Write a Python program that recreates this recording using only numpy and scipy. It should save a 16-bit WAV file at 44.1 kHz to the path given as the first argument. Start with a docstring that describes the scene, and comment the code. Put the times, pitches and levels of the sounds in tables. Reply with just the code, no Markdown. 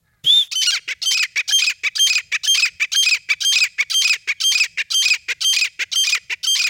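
"""A ground bird calls nearby: one shrill whistle, then a fast run of phrases. A phrase is a cluck
(not in the first), lead-in, whistle, one or two pipes split by rasps, and a falling tail. Rough notes
are unsteady pulses through a throat; clean ones are sine stacks with breath. Far trees echo the bird
as sparse filtered taps, over wind of filtered noise, a puff, hiss, a pulsed caw and a gliding chirp."""
import sys
import numpy as np
from scipy import signal
from scipy.fft import rfft, irfft
from scipy.io import wavfile
from scipy.ndimage import uniform_filter1d

SR = 44100
rng = np.random.default_rng(int(sys.argv[2]) if len(sys.argv) > 2 else 0)


def put_to_file(sound):
    """Save the sound as 16-bit audio at rate SR, in the file named by the first command-line argument."""
    columns = np.atleast_2d(sound).T  # one column per channel
    safe = np.clip(columns, -1, 1)
    whole_steps = np.round(safe * 32767)
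    wavfile.write(sys.argv[1], SR, whole_steps.astype(np.int16))


N = 295029
EDGE_HZ = 16200  # upper band limit

# throat colour with the beak open: [f/Hz, relative level/dB]
OPEN_BEAK = [(300, -39), (1100, -21), (1650, -20), (2300, -9), (3000, -2.5), (4500, 3.5), (6500, -4),
             (7300, -13.5), (9700, -19), (11500, -34), (14800, -23.5), (16300, -22)]
# throat colour with the beak shut: [f/Hz, relative level/dB]
SHUT_BEAK = [(300, -4.5), (600, -32), (1150, -23), (1800, -1.5), (2350, 6), (3300, -11), (4600, -14.5),
             (6600, -16.5), (8500, -31), (11500, -52.5), (14800, -34.5), (16300, -44)]


def gain_of(db):
    """Decibels to gain."""
    return 10 ** (np.asarray(db) / 20)


def evened(x):
    """Scales to rms 1."""
    return x / np.sqrt(np.mean(x ** 2) + 1e-20)


def read(points, hz):
    """Reads a spectrum table on a log-frequency axis."""
    f, value = np.transpose(points)
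    return np.interp(np.log(hz + 1), np.log(f + 1), value)


def add(mix, s, sound):
    """Mixes a sound in at s seconds."""
    part = mix[round(s * SR):][:len(sound)]
    part += sound[:len(part)]


def wobble(shape, hz):
    """Smoothed noise of about rms 1 that changes about hz times a second."""
    width = max(round(SR / hz / 2), 1)
    raw = rng.standard_normal(shape)
    smooth = uniform_filter1d(uniform_filter1d(raw, width, -1), width, -1)
    return smooth * np.sqrt(1.5 * width)


def coloured(x, points):
    """Filters x by a spectrum table, to rms 1."""
    gains = gain_of(read(points, np.fft.rfftfreq(len(x), 1 / SR)))
    return evened(irfft(rfft(x) * gains, len(x)))


def along(length, places, values):
    """A curve over a note with rounded corners, its places given as shares of the length."""
    curve = np.interp(np.linspace(0, 1, round(length * SR)), places, values)
    return uniform_filter1d(curve, size=70, mode="nearest")


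def stack(hz, rough, half_db, throat, dark_db=0):
    """Pulses at hz through the throat; unsteady membranes blur pitch, pulse size and the upper lines."""
    k = np.arange(1, 41)[:, None]  # line numbers; half_db sets the odd ones
    hz = hz * (1 + .06 * rough * wobble(len(hz), 200))
    turns = np.cumsum(hz) / SR
    patches_db = 4 * wobble((len(k), len(hz)), 70)  # single lines swell and fade
    tilt_db = -dark_db * np.log2(np.maximum(k * hz / 2600, 1))  # a closing beak dulls the treble
    line_db = read(throat, k * hz) + (k % 2) * half_db + patches_db + tilt_db
    gains = gain_of(line_db) * (k * hz < EDGE_HZ)
    depth = 1.3 * rough * np.clip(k * hz / 2800, .12, 3)
    stray = wobble(gains.shape, 400) + 1j * wobble(gains.shape, 400)
    blur = (1 + depth * stray) / np.sqrt(1 + 2 * depth ** 2)
    start_phase = 1.2 * np.pi * rng.random(k.shape)  # random for each line, which softens the pulses
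    lines = (gains * blur * np.exp(1j * (2 * np.pi * k * turns + start_phase))).real.sum(0)
    level = np.sqrt((gains ** 2).sum(0) / 2)
    swing = gain_of(4.0 * rough * wobble(len(hz), 300))  # uneven pulse size
    return lines / level * swing * signal.windows.tukey(len(hz), .04)


def tone(hz, orders, half_db, breath_db):
    """A clean note: sines at multiples of its pitch, half lines between them, and a little breath."""
    turns = np.cumsum(hz) / SR
    lines = 0
    for k, db in orders:
        line_db = db + half_db * (k % 1 > 0)
        lines = lines + gain_of(line_db) * np.sin(2 * np.pi * k * turns)
    breath = gain_of(breath_db) * coloured(rng.standard_normal(len(hz)), OPEN_BEAK)
    return (evened(lines) + breath) * signal.windows.tukey(len(hz), 180 / len(hz))


def hiss():
    """Faint white noise."""
    return gain_of(-72.5) * rng.standard_normal(N)


def wind():
    """Lumpy low rumble of filtered noise, and one puff on the microphone: a swelling, dying thump."""
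    # rumble spectrum: [f/Hz, relative level/dB]
    rumble_colour = [(12, -50), (20, -21), (91, -8), (165, -13), (198, -19), (233, -32), (700, -32),
                     (910, -92), (1540, -120)]
    # puff: [t/s, f/Hz, level/dB, rise/s]
    puff = (.237, 145, -28, .012)
    gusts_db = 2.5 * wobble(N, 9)
    out = gain_of(-64.5 + gusts_db) * coloured(rng.standard_normal(N), rumble_colour)
    s, hz, db, rise = puff
    t = np.arange(SR // 10) / SR
    swell = (t / rise) ** 2 * np.exp(2 - 2 * t / rise)  # reaches 1 at the rise time
    body = np.sin(2 * np.pi * hz * t) + 0.23 * wobble(len(t), 480)
    add(out, s, gain_of(db) * swell * body)
    return out


def far_birds():
    """A hoarse caw of rough pulses at the start, and a thin falling sine chirp."""
    # caw contour: [t/s, f/Hz, level/dB]
    caw = [(.02, 423, -82), (.07, 437, -66), (.2, 402, -69), (.23, 396, -79)]
    # caw throat colour: [f/Hz, relative level/dB]
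    caw_throat = [(400, -25), (1300, -1), (1750, 5), (2200, -5), (2800, -33), (3800, -10), (9000, -45)]
    # chirps: [t/s, length/s, start f/Hz, end f/Hz, peak level/dB]
    chirps = [(4.352, 0.081, 3650, 2550, -51)]
    out = np.zeros(N)
    s, hz, db = np.transpose(caw)
    t = np.arange(s[0], s[-1], 1 / SR)
    voice = stack(np.interp(t, s, hz), 0.47, 0, caw_throat)
    add(out, s[0], gain_of(np.interp(t, s, db)) * voice)
    for s, length, a_hz, b_hz, db in chirps:
        glide = np.geomspace(a_hz, b_hz, round(length * SR))
        chirp = np.sin(2 * np.pi * np.cumsum(glide) / SR) * np.hanning(len(glide))
        add(out, s, gain_of(db) * chirp)
    return out


def trees(x):
    """Sparse late echoes; mostly the shrill band comes back."""
    t = np.arange(SR // 2) / SR
    sparse = rng.standard_normal(len(t)) * (rng.random(len(t)) < .05)
    taps = sparse * gain_of(-60 * t / 0.57) * np.clip(t / 0.042, 0, 1)  # falls at 60 dB per 0.57 s
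    taps = coloured(taps, [(1200, -15), (1900, -6.5), (3000, -7.0), (7500, -5.5), (9000, -1), (16000, -36)])
    return signal.fftconvolve(x, taps / np.linalg.norm(taps))[:N]


def cry():
    """A slightly unsteady whistle in a cloud of breath."""
    # whistle contour: [t/s, f/Hz, level/dB]
    contour = [(.246, 2950, -35), (0.261, 3070, -27), (.272, 3190, -12), (.3, 3430, -11), (.345, 3594, -10),
               (.385, 3610, -12), (0.413, 3495, -15), (0.433, 3235, -23.5), (.45, 3060, -76)]
    # whistle lines: [multiple of the pitch, relative level/dB]
    cry_orders = [(1, 0), (2, -29), (3, -35)]
    # breath contour: [t/s, level/dB]
    breath_contour = [(.234, -66), (.243, -32.5), (.27, -32.5), (.38, -30), (.44, -36.5), (.478, -46.5),
                      (.49, -83)]
    # breath spectrum: [f/Hz, relative level/dB]
    breath_colour = [(180, -80), (300, -65), (1180, -53.5), (3120, -34.5), (3510, -25.5), (3690, -29),
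                     (4080, -47.5), (7080, -40), (8090, -51.5), (10900, -46), (16300, -56)]
    t = np.arange(N // 10) / SR
    s, hz, db = np.transpose(contour)
    pitch = uniform_filter1d(np.interp(t, s, hz), size=600) * (1 + 0.0072 * wobble(len(t), 400))
    level = gain_of(np.interp(t, s, db, -120, -120) + 1.1 * wobble(len(t), 100))
    clean = tone(pitch, cry_orders, half_db=0, breath_db=-32.5) * uniform_filter1d(level, size=100)
    breath_level = gain_of(np.interp(t, *np.transpose(breath_contour), -120, -120))
    breath = coloured(rng.standard_normal(len(t)), breath_colour)
    return clean + breath * uniform_filter1d(breath_level, size=100)


def cluck(length, early_hz, peak_db, held_db, half_db):
    """Pulses rise hoarsely, hold, jump up a step and sag; half_db sets the odd lines in the middle."""
    late = 1.105  # upward jump as a ratio
    steps = np.array([.62, .97, 1, late, .96 * late, .78 * late, .72 * late])
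    hz = along(length, [0, .28, .51, .54, .7, .82, 1], early_hz / 2 * steps)
    rise_db, sag_db = peak_db - 3, peak_db - 8
    db = along(length, [0, .04, .2, .36, .5, .57, .72, .86, 1],
               [-45, rise_db - 6.5, rise_db, held_db - .6, held_db, peak_db, peak_db - .6, sag_db, -44])
    half = along(length, [0, .22, .32, .68, .8, 1], [0, -3, half_db, half_db, -4, 0])
    hoarse = along(length, [0, .2, .32, .72, 1], [.35, .4, .05, .05, .2])
    dark_db = along(length, [0, .7, 1], [-1, 0, 8])
    return gain_of(db) * stack(hz, hoarse, half, SHUT_BEAK, dark_db)


def lead(length, arch_hz, hollow_hz, hollow_db):
    """A bright arch of pulses, a short hollow note with a sine croak, and a snap into the whistle."""
    length = length + .004  # it overlaps the whistle
    arch_db = -16 + 0.02 * (arch_hz - 827)  # a higher arch is a louder one
    hz = along(length, [0, .2, .33, .45, .62, .66, 1],
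               [.7 * arch_hz, .86 * arch_hz, .99 * arch_hz, arch_hz, .86 * arch_hz,
                hollow_hz / 2, .51 * hollow_hz])
    db = along(length, [0, .05, .42, .62, .85, .96, 1],
               [-40, arch_db - 9, arch_db, hollow_db, hollow_db, hollow_db + 3.0, hollow_db - 1])
    half = along(length, [0, .62, .66, 1], [-5.5, -1.0, -9.5, 9.5])
    hoarse = along(length, [0, .2, .3, .58, .7, .86, 1], [.5, .3, .06, .08, .25, .25, .8])
    voice = gain_of(db) * stack(hz, hoarse, half, OPEN_BEAK)
    croak_shape = along(length, [0, .55, .68, .9, 1], [0, 0, 1, 1, 0])
    croak = croak_shape * np.sin(2 * np.pi * np.cumsum(2 * hz) / SR)
    croak_db = hollow_db + read(SHUT_BEAK, hollow_hz) + 3.5  # louder when it nears the throat resonance
    return voice + gain_of(croak_db + 3 * wobble(len(hz), 300)) * croak


def whistle(length, hz, level_db, swell_db, half_db):
    """A clean note slides up into a flat pitch, and trails off under the next rasp."""
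    # multiples and half multiples: [multiple of the pitch, relative level/dB]
    whistle_orders = [(1, 5), (1.5, 0.5), (2, -1), (2.5, -4.5), (3, -13.5), (3.5, -17.5), (4, -19.5),
                      (4.5, -12.5)]
    whole = max(0.087, length + .004)  # seconds with the trail; one that breaks early trails longer
    places = np.array([0, .004, .012, .35 * length, .68 * length, length - .004, length,
                       whole - .002, whole]) / whole
    pitch = hz * along(whole, places, [.92, .985, .998, 1, 1, .998, .995, .98, .93])
    a_db, c_db = level_db - 0.78 * swell_db, level_db - 0.98 * swell_db  # start and end of the swell
    db = along(whole, places, [a_db - 8, a_db, a_db, level_db - .4, level_db - .4,
                               c_db, c_db + .4, c_db - 2.5, c_db - 8])
    return gain_of(db) * tone(pitch, whistle_orders, half_db, breath_db=-29.5)


def pipe(length, a_hz, sag_hz, a_db, fade_db):
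    """A short clean note bends downwards; strong half lines bring a waver."""
    # multiples and half multiples: [multiple of the pitch, relative level/dB]
    pipe_orders = [(.5, 2.5), (1, 4.5), (1.5, 15.5), (2, -0.5), (2.5, 6), (3, -9), (3.5, -25), (4, -25),
                   (5, -74)]
    length = length + .005
    b_hz, b_db = a_hz - sag_hz, a_db + fade_db
    half_db = -13 if a_hz > 2750 else -44  # half lines grow strong in a pipe pushed high
    pitch = along(length, [0, .1, .28, .6, .85, 1],
                  [.96 * a_hz, .99 * a_hz, a_hz, .65 * a_hz + .35 * b_hz, b_hz, .97 * b_hz])
    pitch *= 1 + .05 * gain_of(half_db) * wobble(len(pitch), 250)
    db = along(length, [0, .1, .3, .72, 1], [a_db - 22.5, a_db - 3.0, a_db, b_db + 0.1, b_db - 10.5])
    return gain_of(db) * tone(pitch, pipe_orders, half_db, breath_db=-23.0)


def rasp(length, burst_db, start_hz, dip_db, close_db):
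    """Chaotic pulsing between two clean notes, at times almost periodic."""
    length = length + .006  # it overlaps both neighbours
    dip_db, close_db = burst_db + dip_db, burst_db + close_db
    hz = along(length, [0, .12, .4, .65, .8, 1], [start_hz, start_hz, 590, 540, 600, 780])
    db = along(length, [0, .14, .3, .65, .76, .86, 1],
               [burst_db - 13.5, burst_db - 4.0, burst_db, dip_db, dip_db, close_db, close_db - 12])
    hoarse = along(length, [0, .2, .45, .62, .8, 1], [.55, .25, .28, .6, .3, .5])
    bright = 1.43 * stack(hz, hoarse, -5.5, OPEN_BEAK)
    dull = .5 * stack(hz, hoarse / 2, -17, SHUT_BEAK)
    return gain_of(db) * (bright + dull)


def tail(length, b_hz, peak_db):
    """Pulses drop in pitch while the beak shuts; a strained tail arches first, bright and even."""
    a_hz = 735 + .6 * (b_hz - 524.5)  # the start follows the middle pitch in part
    strained = b_hz > 600
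    if strained:
        hz = along(length, [0, .1, .3, .5, .7, 1],
                   [.93 * a_hz, a_hz, .93 * a_hz, b_hz, .8 * b_hz, .62 * b_hz])
        late_db = peak_db - 3.5
        half_points = [-12, -5, -13, 7]
    else:
        hz = along(length, [0, .08, .25, .5, 1], [a_hz, a_hz, .25 * a_hz + .8 * b_hz, b_hz, .84 * b_hz])
        late_db = peak_db - 8.5
        half_points = [-15.5, -4.5, -6.5, 0.5]
    db = along(length, [0, .04, .15, .3, .45, .75, 1],
               [peak_db - 13, peak_db - 6.5, peak_db, peak_db - 1.0, late_db, late_db - 2.5, -45])
    half = along(length, [0, .35, .5, 1], half_points)
    hoarse = along(length, [0, .1, .6, 1], [.45, .1, .14, .35])
    voice = stack(hz, hoarse, half, SHUT_BEAK, along(length, [0, .6, 1], [-6, -2, 8]))
    if strained:  # the beak is still open over the arch
        gape = along(length, [0, .35, .55, 1], [.8, .8, 0, 0])
        open_voice = stack(hz, hoarse / 2, half, OPEN_BEAK, dark_db=7)
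        voice = np.sqrt(1 - gape) * voice + np.sqrt(abs(gape)) * open_voice
    return gain_of(db) * voice


def bird():
    """The opening cry and all syllables in one voice; rasps fill the gaps between clean notes."""
    # clucks: [t/s, length/s, f/Hz, peak level/dB, held middle level/dB, half lines/dB]
    clucks = [(0.876, 0.065, 1037, -20, -22.5, -2), (1.357, .065, 1158, -16, -16, -11),
              (1.833, 0.062, 1168, -15, -16.5, -11), (2.316, 0.061, 1183, -15.5, -16.5, -8.5),
              (2.797, 0.065, 1190, -17, -13, -14.5), (3.287, 0.061, 1175, -16.5, -11, -20),
              (3.78, 0.061, 1132, -18.5, -11.5, -18), (4.273, 0.062, 1126, -17.5, -15, -8),
              (4.773, .057, 1112, -16.5, -18, 0), (5.281, 0.056, 985, -18, -18, 1),
              (5.791, 0.055, 988, -17.5, -18.5, 1), (6.296, 0.055, 912, -18.5, -21.5, -5.5)]
    # lead-ins, each lasting until its whistle: [t/s, arch f/Hz, hollow f/Hz, hollow level/dB]
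    leads = [(0.513, 650, 1354, -31), (1.017, 732, 1325, -28.5), (1.477, 811, 1668, -22.5),
             (1.952, 812, 1720, -27.5), (2.433, 767, 1704, -26.5), (2.917, 813, 1614, -23),
             (3.404, 803, 1610, -25), (3.898, 803, 1305, -25), (4.4, 794, 1310, -23.5),
             (4.902, 813, 1327, -24), (5.406, 783, 1308, -23), (5.916, 790, 1340, -27),
             (6.43, 779, 1313, -26)]
    # whistles: [t/s, clean length/s, f/Hz, level/dB, swell of the middle/dB, half lines/dB,
    # drive of the following rasp/dB]
    whistles = [(0.556, 0.061, 3072, -18, 0.5, -13, -20), (1.059, 0.051, 3143, -15, 4.5, -9, -19.5),
                (1.523, 0.063, 3182, -11.5, 5, -23, -21.5), (1.994, 0.074, 3178, -11.5, 4, -20, -20),
                (2.476, 0.068, 3184, -12, 4, -24, -20.5), (2.96, 0.067, 3186, -12.5, 4, -17, -20.5),
                (3.449, 0.074, 3184, -14, 3, -13, -19), (3.943, .073, 3167, -14, 3, -13.5, -20),
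                (4.44, .076, 3178, -13.5, 3.5, -14, -20.5), (4.943, 0.078, 3160, -14.5, 1.5, -12.5, -19.5),
                (5.446, 0.083, 3164, -14, 2.3, -13, -19.5), (5.959, .08, 3163, -14.5, 2.2, -12, -21),
                (6.471, 0.081, 3172, -15, 1.2, -10, -20.5)]
    # pipes: [t/s, length/s, f/Hz, sag/Hz, level/dB, level change to the end/dB]
    pipes = [(0.669, 0.036, 2898, 148, -13, -1), (1.147, .025, 2534, 25, -16.5, -2.5),
             (1.195, 0.031, 2578, 236, -15.5, -1), (1.623, .015, 2500, 51, -11.5, -8.5),
             (1.67, 0.024, 2556, 145, -13, -3), (2.102, 0.025, 2520, 41, -12.5, -6),
             (2.155, .023, 2522, 147, -13, -3), (2.579, 0.016, 2520, 113, -14, -3),
             (2.625, 0.028, 2580, 186, -11, -2.5), (3.064, .024, 2526, 92, -12.5, -1),
             (3.112, .031, 2576, 246, -13, 1.5), (3.561, .017, 2523, 86, -12, -1.5),
             (3.608, 0.033, 2566, 201, -13.5, 3), (4.05, 0.021, 2520, 58, -11.5, -4.5),
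             (4.097, 0.032, 2570, 228, -12, -2), (4.552, 0.024, 2494, 59, -11, -10),
             (4.602, 0.03, 2590, 274, -11, -2.5), (5.057, .021, 2492, 12, -10.5, -9),
             (5.104, 0.029, 2558, 210, -11, -1), (5.569, .016, 2484, 65, -11.5, -13),
             (5.615, 0.025, 2553, 168, -13, -2.5), (6.074, .017, 2470, 83, -14.5, -7.5),
             (6.126, 0.022, 2506, 151, -11.5, -6.5), (6.599, .014, 2470, 0, -15, -2),
             (6.644, 0.021, 2513, 96, -14, -3.5)]
    # tails: [t/s, length/s, middle f/Hz, peak level/dB]
    tails = [(0.719, 0.079, 675, -16), (1.226, .041, 546, -13.5), (1.694, 0.039, 537, -16),
             (2.176, 0.04, 533, -17), (2.653, 0.045, 518, -16), (3.141, 0.044, 517, -17),
             (3.636, 0.048, 511, -16), (4.128, 0.046, 491, -16.5), (4.632, .043, 498, -17),
             (5.134, 0.042, 499, -16.5), (5.641, .048, 512, -16.5), (6.145, 0.045, 506, -15),
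             (6.664, 0.05, 528, -16.5)]
    # rasp after a whistle: [start f/Hz, dip against its burst/dB, close against its burst/dB]
    after_whistle = (430, -5.5, 1.8)
    # rasp after a pipe: [start f/Hz, dip against its burst/dB, close against its burst/dB]
    after_pipe = (760, -11.5, 1.6)
    early_s = .003  # clean notes begin this far under the end of the rough one before
    out = np.zeros(N)
    add(out, 0, cry())
    for rows, voice in ((clucks, cluck), (tails, tail)):
        for s, *row in rows:
            add(out, s, voice(*row))
    starts = np.sort([row[0] for row in pipes + tails])
    for (s, *row), (until, length, *note, rasp_db) in zip(leads, whistles):
        add(out, s, lead(until - s, *row))
        add(out, until - early_s, whistle(length + early_s, *note))
        gap = starts[starts > until][0] - until - length
        add(out, until + length - .003, rasp(gap, rasp_db, *after_whistle))
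    for s, length, *note in pipes:
        add(out, s - early_s, pipe(length + early_s, *note))
        gap = starts[starts > s][0] - s - length
        if gap > .012:  # shorter gaps after a pipe get no rasp
            add(out, s + length - .003, rasp(gap, -19, *after_pipe))
    return out


def scene():
    """Hiss, wind, far birds, echo and the near bird."""
    near = bird()
    echo = gain_of(-32.0) * trees(near)
    return (near + echo + far_birds() + wind() + hiss())[None]


def record(dry):
    """A suppressor lowers the rumble while the band above it is loud; soft overload; the band limit."""
    low = signal.sosfiltfilt(signal.butter(4, 260, fs=SR, output="sos"), dry)
    high = dry - low
    high_db = 10 * np.log10(abs(uniform_filter1d(high ** 2, size=900)) + 1e-12)
    duck = gain_of(-.45 * np.clip(high_db + 42, 0, 25))  # starts above -42 dB
    heard = 1.3 * np.tanh((high + duck * low) / 1.3)
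    band_limit = signal.firwin(511, EDGE_HZ, window=("kaiser", 9), fs=SR)
    return signal.oaconvolve(heard, band_limit[None], "same")


dry = scene()
out = record(dry)
put_to_file(out)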